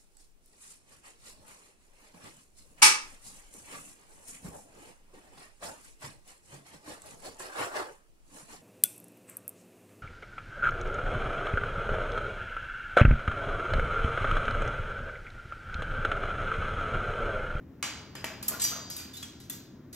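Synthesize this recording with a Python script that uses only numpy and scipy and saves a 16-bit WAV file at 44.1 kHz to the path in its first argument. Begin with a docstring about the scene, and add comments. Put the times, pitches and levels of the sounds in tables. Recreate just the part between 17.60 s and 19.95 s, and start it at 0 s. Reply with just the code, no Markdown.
"""A cockatoo climbs down a wire cage: its beak and claws knock the frame, clank the bars and tick on wire.
The metal rings on after each touch. Feet and feathers rub along the cage, the cage body thuds under
the bird's weight and a loose panel buzzes. The living room echoes over a low, steady rumble.
Two close microphones hear it. Until scene() turns them into left and right, sounds have two rows:
what the microphones share, and what sets them apart."""
import sys
import numpy as np
from scipy import signal
from scipy.fft import rfft, irfft, next_fast_len
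from scipy.io import wavfile
from scipy.ndimage import uniform_filter1d

SR = 44100
rng = np.random.default_rng(int(sys.argv[2]) if len(sys.argv) > 2 else 0)


def wav_out(sig):
    """Save sig, one row per channel (or a flat mono array), as 16-bit PCM at SR to the path in sys.argv[1]."""
    wavfile.write(sys.argv[1], SR, np.round(np.clip(np.atleast_2d(sig).T, -1, 1) * 32767).astype(np.int16))


N = 103635

BLOW_S = 0.018  # a contact's level is its strength with all its energy packed into this time
WANDER_HZ, WANDER_PER_S = 11.7, 60.8  # loose wires buzz against each other, so their pitch is unsteady


def amp(db):
    """Turn decibels into a number to multiply by."""
    return 10 ** (np.asarray(db) / 20)


def unit(x):
    """Scale to an average strength (rms) of 1."""
    return x / np.sqrt(np.mean(x ** 2) + 1e-20)


def unit_energy(x):
    """Scale to an average energy of 1 per row."""
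    return unit(x) / np.sqrt(x.shape[-1])


def along(points, hz):
    """Read between (f/Hz, value) points, with octaves evenly spaced."""
    f, v = np.transpose(points)
    return np.interp(np.log(hz + 1), np.log(f + 1), v)


def coloured(x, points):
    """Give a sound a tone colour: make each frequency as strong as the (f/Hz, level/dB) points say."""
    size = 2 * next_fast_len(x.shape[-1] // 2 + 4096)
    gain = amp(along(points, np.fft.rfftfreq(size, 1 / SR)))
    cepstrum = irfft(np.log(gain))
    cepstrum[1:size // 2] *= 2  # fold onto the first half, so nothing sounds before its cause
    cepstrum[size // 2 + 1:] = 0
    return irfft(rfft(x, size) * np.exp(rfft(cepstrum)), size)[..., :x.shape[-1]]


def blend(parts):
    """The tone colour of several (level/dB, colour) parts sounding together."""
    hz = np.linspace(0, SR / 2, 400)
    power = sum((amp(db) * unit(amp(along(colour, hz)))) ** 2 for db, colour in parts)
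    return np.transpose([hz, 10 * np.log10(power)])


def add(out, start, x):
    """Mix x into out from the start time in seconds."""
    i = max(0, round(start * SR))
    part = x[:, :max(0, N - i)]
    out[:, i:i + part.shape[1]] += part


def rumble():
    """The low background of the house, drifting slowly in level."""
    # tone colour of the rumble: f/Hz, level/dB
    colour = [(25, -22), (45, -14.5), (85, 0), (102, -7), (120, -1), (170, -5.5), (260, -1.5), (350, -7.5),
              (480, -17), (800, -25), (1600, -28.5), (3200, -40.5), (8000, -47.5), (15000, -45.5)]
    # its slow drift: t/s, level/dB
    drift = [(0, -50.5), (.45, -49), (.85, -46.5), (1.25, -50), (1.801, -50.5), (2.35, -50)]
    level_db = np.interp(np.arange(N) / SR, *np.transpose(drift))
    noise = rng.standard_normal((2, N + SR // 10))
    return amp(level_db) * unit(coloured(noise, colour)[:, -N:])


def contacts():
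    """Each touch of beak or claw chatters briefly on frame, bar and wire, and sets cage and room ringing."""
    # touches: t/s, rise/s, fade/s, knock/dB, clank/dB, tick/dB, bar ring/dB, room and mesh answer/dB,
    # wire f/Hz, ping/dB, ping fade/s (a fade is always the time to fall by 60 dB)
    touches = [ (.2270, 0.00023, 0.013, -40, -37.5, -45.5, -43.5, 3.5, 2351, -40.5, 0.17),
               (0.5525, 0.0014, 0.018, -46.5, -51, -53.5, -68, 1, 4940, -48, 0.66),
               (0.6424, 0.0012, 0.027, -40, -42.5, -43, -53.5, -1, 4940, -45.5, 0.38),
               (0.826, 0.0029, 0.041, -51, -46.5, -41, -61, -0.5, 4970, -49.5, 0.25),
               (0.8809, .002, 0.058, -66, -40.5, -25.5, -48, -5, 5550, -39.5, 0.031),
               (0.995, 0.045, 0.05, -52, -36, -46.5, -49, 0, 4670, -41, 0.24),
               (1.0140, 0.0062, 0.11, -49, -32.5, -30.5, -40, -5.5, 7710, -26.5, .09),
               (1.040, 0.00027, 0.05, -50, -39.5, -29.5, -39, 1.5, 5880, -29.5, 0.12),
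               (1.0490, 0.0012, 0.068, -45, -36, -32.5, -41.5, -5.5, 4760, -35, .15),
               (1.299, 0.0036, 0.038, -58, -45, -43, -56, 2.5, 4896, -39.5, 0.34),
               (1.3650, 0.0017, 0.014, -60.5, -51.5, -42, -65, 4.5, 3730, -51, .15),
               (1.385, .008, 0.12, -53.5, -50, -57, -55, 1, 2436, -46.5, 0.14),
               (1.5330, 0.012, 0.082, -62, -54.5, -49.5, -58, 3.5, 3570, -41.5, 0.096),
               (1.567, 0.005, .05, -66, -47.5, -49, -63, -0.5, 3930, -46, 0.19),
               (1.6264, .001, 0.067, -51, -43, -48, -65, -3.5, 3352, -43.5, .12),
               (1.8, 0.0031, 0.027, -65, -60, -57.5, -65.5, 3.5, 3750, -61, .15),
               (1.897, 0.0022, 0.047, -52.5, -44, -36.5, -55.5, -1, 3485, -47.5, .15),
               (2.328, 0.0008, 0.024, -70.5, -58, -52, -59, 8.5, 5040, -63, .2)]
    # tone colours of frame knock, bar clank and claw tick: f/Hz, level/dB
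    knock = [(150, -34), (350, -15.5), (600, -8), (1200, -5), (1650, -0.5), (2150, -1.5), (2600, -2),
             (3300, -4), (4200, -18), (8000, -13.5), (16000, -91)]
    clank = [(400, -41.5), (1800, -16), (3300, -3), (4100, 1.5), (4800, -2.5), (6500, 0.5), (8000, 3),
             (9300, 0), (11000, -7), (16000, -44)]
    tick = [(1000, -43), (5000, -24), (7500, -4.5), (9400, -3), (10800, 2.5), (11600, -0.5), (12300, -3.5),
            (12900, -1), (13500, -8.5), (14600, -13.5), (15400, -14.5), (16200, -31)]
    # ringing tones of the bars and of the frame: f/Hz, level/dB, fade/s
    bar_tones = [(2984, -7, 0.54), (3233, -10, 0.99), (3700, -12.5, .9), (4680, -2, 0.81),
                 (4734, -1.5, 0.47), (4860, -7, .65), (4900, -14, 0.41), (5150, -5.5, 0.28),
                 (5750, -8, .45), (5860, -7, 0.31), (5940, -4, .4), (6080, -3, .5), (6470, -13.5, 0.83),
                 (6490, -7, 1), (6580, -7, .55), (7370, -7.5, 0.6), (7948, -6.5, .45)]
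    frame_tones = [(654, -6, 0.15), (846, -5.5, 1.34), (950, -8.5, 1.4), (1394, -3.5, 1.3), (1600, 2, 0.83),
                   (1930, 5, 0.27), (2345, -29, 1.8), (2535, -10.5, 0.5)]
    chatter_db, mesh_db, frame_db = 0.5, -5.5, -19  # unevenness; mesh against room; frame against knock
    out, t = np.zeros((2, N)), np.arange(SR) / SR
    wires = mesh(t, count=200)
    for (start, rise, fade, knock_db, clank_db, tick_db, ring_db, answer_db,
         wire_hz, ping_db, ping_fade) in touches:
        onset = 1 - np.exp(-t / rise)
        chatter = amp(chatter_db * unit(uniform_filter1d(rng.standard_normal(SR), size=30)))
        blow = unit_energy(chatter * onset * amp(-60 * t / fade) * rng.standard_normal((2, SR)))
        mesh_ring = signal.fftconvolve(blow[:, :SR // 10], wires, axes=1)[:, :SR]
        echo = room_echo(extra_build_s=0.31 * fade)  # a longer chatter fills the room more slowly
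        answer = echo + amp(mesh_db) * mesh_ring
        colour = blend([(knock_db, knock), (clank_db, clank), (tick_db, tick)])
        add(out, start, np.sqrt(BLOW_S * SR) * coloured(blow + amp(answer_db) * answer, colour))
        bars = amp(ring_db) * ringing(bar_tones, t, WANDER_HZ)
        frame = amp(knock_db + frame_db) * ringing(frame_tones, t)
        wire = amp(ping_db) * in_room(onset * ping(wire_hz, ping_fade, t, count=10), room_db=-8.5)
        add(out, start, onset * (bars + frame) + wire)
    return out


def ringing(tones, t, wander_hz=0):
    """Metal rings in dying tones (f/Hz, level/dB, fade/s), each with a random strength and phase."""
    hz, db, fade = np.transpose(tones)[:, :, None]
    if wander_hz:
        turn_times = np.arange(200) / WANDER_PER_S
        offsets = rng.standard_normal((len(tones), len(turn_times)))
        hz = hz + wander_hz * np.array([np.interp(t, turn_times, row) for row in offsets])
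    cycles = np.cumsum(hz * np.ones_like(t), axis=1) / SR
    scatter_db = 5 * rng.standard_normal(db.shape)
    waves = amp(db + scatter_db - 60 * t / fade) * np.exp(2j * np.pi * cycles)
    phases = np.exp(2j * np.pi * rng.random((2, len(tones))))
    return (phases @ waves).imag


def mesh(t, count):
    """The cage's many thin wires ring along with a blow, each at its own pitch."""
    low_hz, high_hz, fade_s = 802, 8970, 0.42
    pitches = low_hz + (high_hz - low_hz) * rng.random(count) ** 1.3
    return unit_energy(ringing([(hz, 0, fade_s) for hz in pitches], t))


def room_echo(extra_build_s=0):
    """A fresh echo of the room: noise that builds up, then dies at its own speed at each frequency."""
    # how long the room rings: f/Hz, fade/s
    room_fades = [(200, 0.14), (800, 0.97), (2000, 0.63), (5000, 0.76), (9000, 0.18), (15000, 0.42)]
    hz, t, spectra = signal.stft(rng.standard_normal((2, SR)), SR, nperseg=256)
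    decay = amp(-60 * t / along(room_fades, hz)[:, None])
    tail = signal.istft(spectra * decay, SR, nperseg=256)[1][:, :SR]
    build_s = 0.0014 + extra_build_s
    return unit_energy(tail * (1 - np.exp(-np.arange(SR) / SR / build_s)))


def in_room(x, room_db):
    """A sound plus the room's echo of it."""
    return x + amp(room_db) * signal.fftconvolve(x[:1], room_echo(), axes=1)[:, :x.shape[1]]


def ping(hz, fade, t, count):
    """One wire and its similar neighbours ring at nearly the same pitch."""
    spread = 0.028  # share of the pitch
    detune = spread * np.linspace(-1, 1, count) ** 3 + spread / 2 * rng.standard_normal(count)
    tones = [(f, 0, fade) for f in hz * (1 + detune)]
    return np.sqrt(BLOW_S * SR) * unit_energy(ringing(tones, t, WANDER_HZ))


def struck(tones, hz, t):
    """A clean blow starts all tones (ratio to hz, level/dB, fade/s) together, in the shared row only."""
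    ring = sum(amp(db - 60 * t / fade) * np.sin(2 * np.pi * ratio * hz * t) for ratio, db, fade in tones)
    return np.array([ring, np.zeros_like(ring)])


def clacks():
    """The hardest knocks on the frame start with a very short clack."""
    # clacks: t/s, f/Hz, level/dB
    hits = [(0.2275, 2190, -21.5), (.6424, 1880, -25.5)]
    # the frame's fastest-dying tones: ratio to the clack's pitch, level/dB, fade/s
    clack_tones = [(.64, -13.5, 0.015), (1, -2, 0.012), (1.33, -12, 0.027)]
    out, t = np.zeros((2, N)), np.arange(SR // 2) / SR
    for start, hz, db in hits:
        add(out, start, amp(db) * in_room(struck(clack_tones, hz, t), room_db=-1))
    return out


def rubs():
    """Feet and feathers slide on the cage, making soft, grainy swells of noise."""
    # slides: t/s, rise/s, fade/s, level/dB
    slides = [(0.351, 0.023, 0.2, -50.5), (0.884, 0.0044, 0.16, -44.5), (.910, 0.014, 0.3, -40.5),
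              (1.108, 0.011, 0.36, -41.5), (1.15, 0.02, 0.14, -43.5)]
    # tone colour of a rub: f/Hz, level/dB
    colour = [(150, -18), (350, -13), (500, -1), (700, -3), (850, -7), (1100, -1.5), (1450, -4), (1750, -7),
              (3000, -12.5), (6000, -11), (14000, -41)]
    grain_db, room_db = 2, -4.5
    out, t = np.zeros((2, N)), np.arange(SR // 2) / SR
    for start, rise, fade, db in slides:
        grain = amp(grain_db * unit(uniform_filter1d(rng.standard_normal(len(t)), size=90)))
        swell = np.minimum(t / rise, 1) * amp(-60 * np.maximum(t - rise, 0) / fade)
        rub = amp(db) * swell * unit(coloured(grain * rng.standard_normal((2, len(t))), colour))
        add(out, start, rub)
        add(out, start, amp(room_db) * signal.fftconvolve(rub, room_echo(), axes=1))
    return out


def thuds():
    """The cage body answers a shift of the bird's weight with a short, hollow note."""
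    # shifts of weight: t/s, f/Hz, level/dB
    shifts = [(.5513, 644, -45.5), (.6422, 640, -34.5), (.914, 479, -40), (1.163, 663, -44)]
    # tones of the cage body: ratio to the thud's pitch, level/dB, fade/s
    body_tones = [(1, -1, 0.085), (0.813, -10, 0.095), (1.28, -8, 0.055), (1.4, -8.5, 0.052)]
    out, t = np.zeros((2, N)), np.arange(SR // 2) / SR
    for start, hz, db in shifts:
        add(out, start, amp(db) * in_room(struck(body_tones, hz, t), room_db=-4))
    return out


def rattles():
    """A loose panel buzzes briefly as the bird pulls on it."""
    # pulls: t/s, f/Hz, level/dB
    pulls = [(0.923, 1410, -38.5), (1.111, 1370, -42), (1.158, 1130, -43)]
    rise_s, fade_s = 0.0063, 0.22
    out, t = np.zeros((2, N)), np.arange(SR // 2) / SR
    for start, hz, db in pulls:
        add(out, start, amp(db) * (1 - np.exp(-t / rise_s)) * ping(hz, fade_s, t, count=8))
    return out


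def scene():
    """All sounds reach two close microphones, which hear each frequency a little differently."""
    # how alike the two sides are: f/Hz, likeness (1 = fully alike)
    likeness = [(80, .998), (200, .98), (400, .93), (850, .76), (1900, .95), (2700, .58), (4200, .48),
                (5800, .85), (7500, .82), (9100, .998), (10200, .998), (12000, .8), (14500, .99)]
    # how far the left wave runs ahead of the right: f/Hz, lead/radians
    lead = [(250, 0), (1100, -.35), (2000, .1), (3800, -1), (4400, -2.5), (5000, -1.7), (5600, .5),
            (7700, 2.1), (9200, 3.1), (10400, 3.2), (12000, 4.7), (14000, 6.28)]
    # how much louder the left side is: f/Hz, level/dB
    balance = [(60, .2), (150, 1), (350, 2), (750, 4.8), (1700, 1), (3400, -1.5), (5000, .4), (14000, 0)]
    size = next_fast_len(N + 8192)
    hz = np.fft.rfftfreq(size, 1 / SR)
    shared, apart = rfft(contacts() + clacks() + thuds() + rattles() + rubs() + rumble(), size)
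    sides = np.array([[1], [-1]])  # left, right
    mix_angle = np.arccos(np.clip(along(likeness, hz), 0, 1)) / 2
    pair = np.cos(mix_angle) * shared + sides * np.sin(mix_angle) * apart
    gain = amp(sides * along(balance, hz) / 2)
    phase_shift = np.exp(0.5j * sides * along(lead, hz))
    return irfft(pair * gain * phase_shift, size)[:, :N]


def record(dry):
    """The very highest treble is cut off steeply."""
    top_hz = 15950
    size = next_fast_len(N + 8192)
    hz = np.fft.rfftfreq(size, 1 / SR)
    return irfft(rfft(dry, size) / (1 + (hz / top_hz) ** 120), size)[:, :N]


dry = scene()
out = record(dry)
wav_out(out)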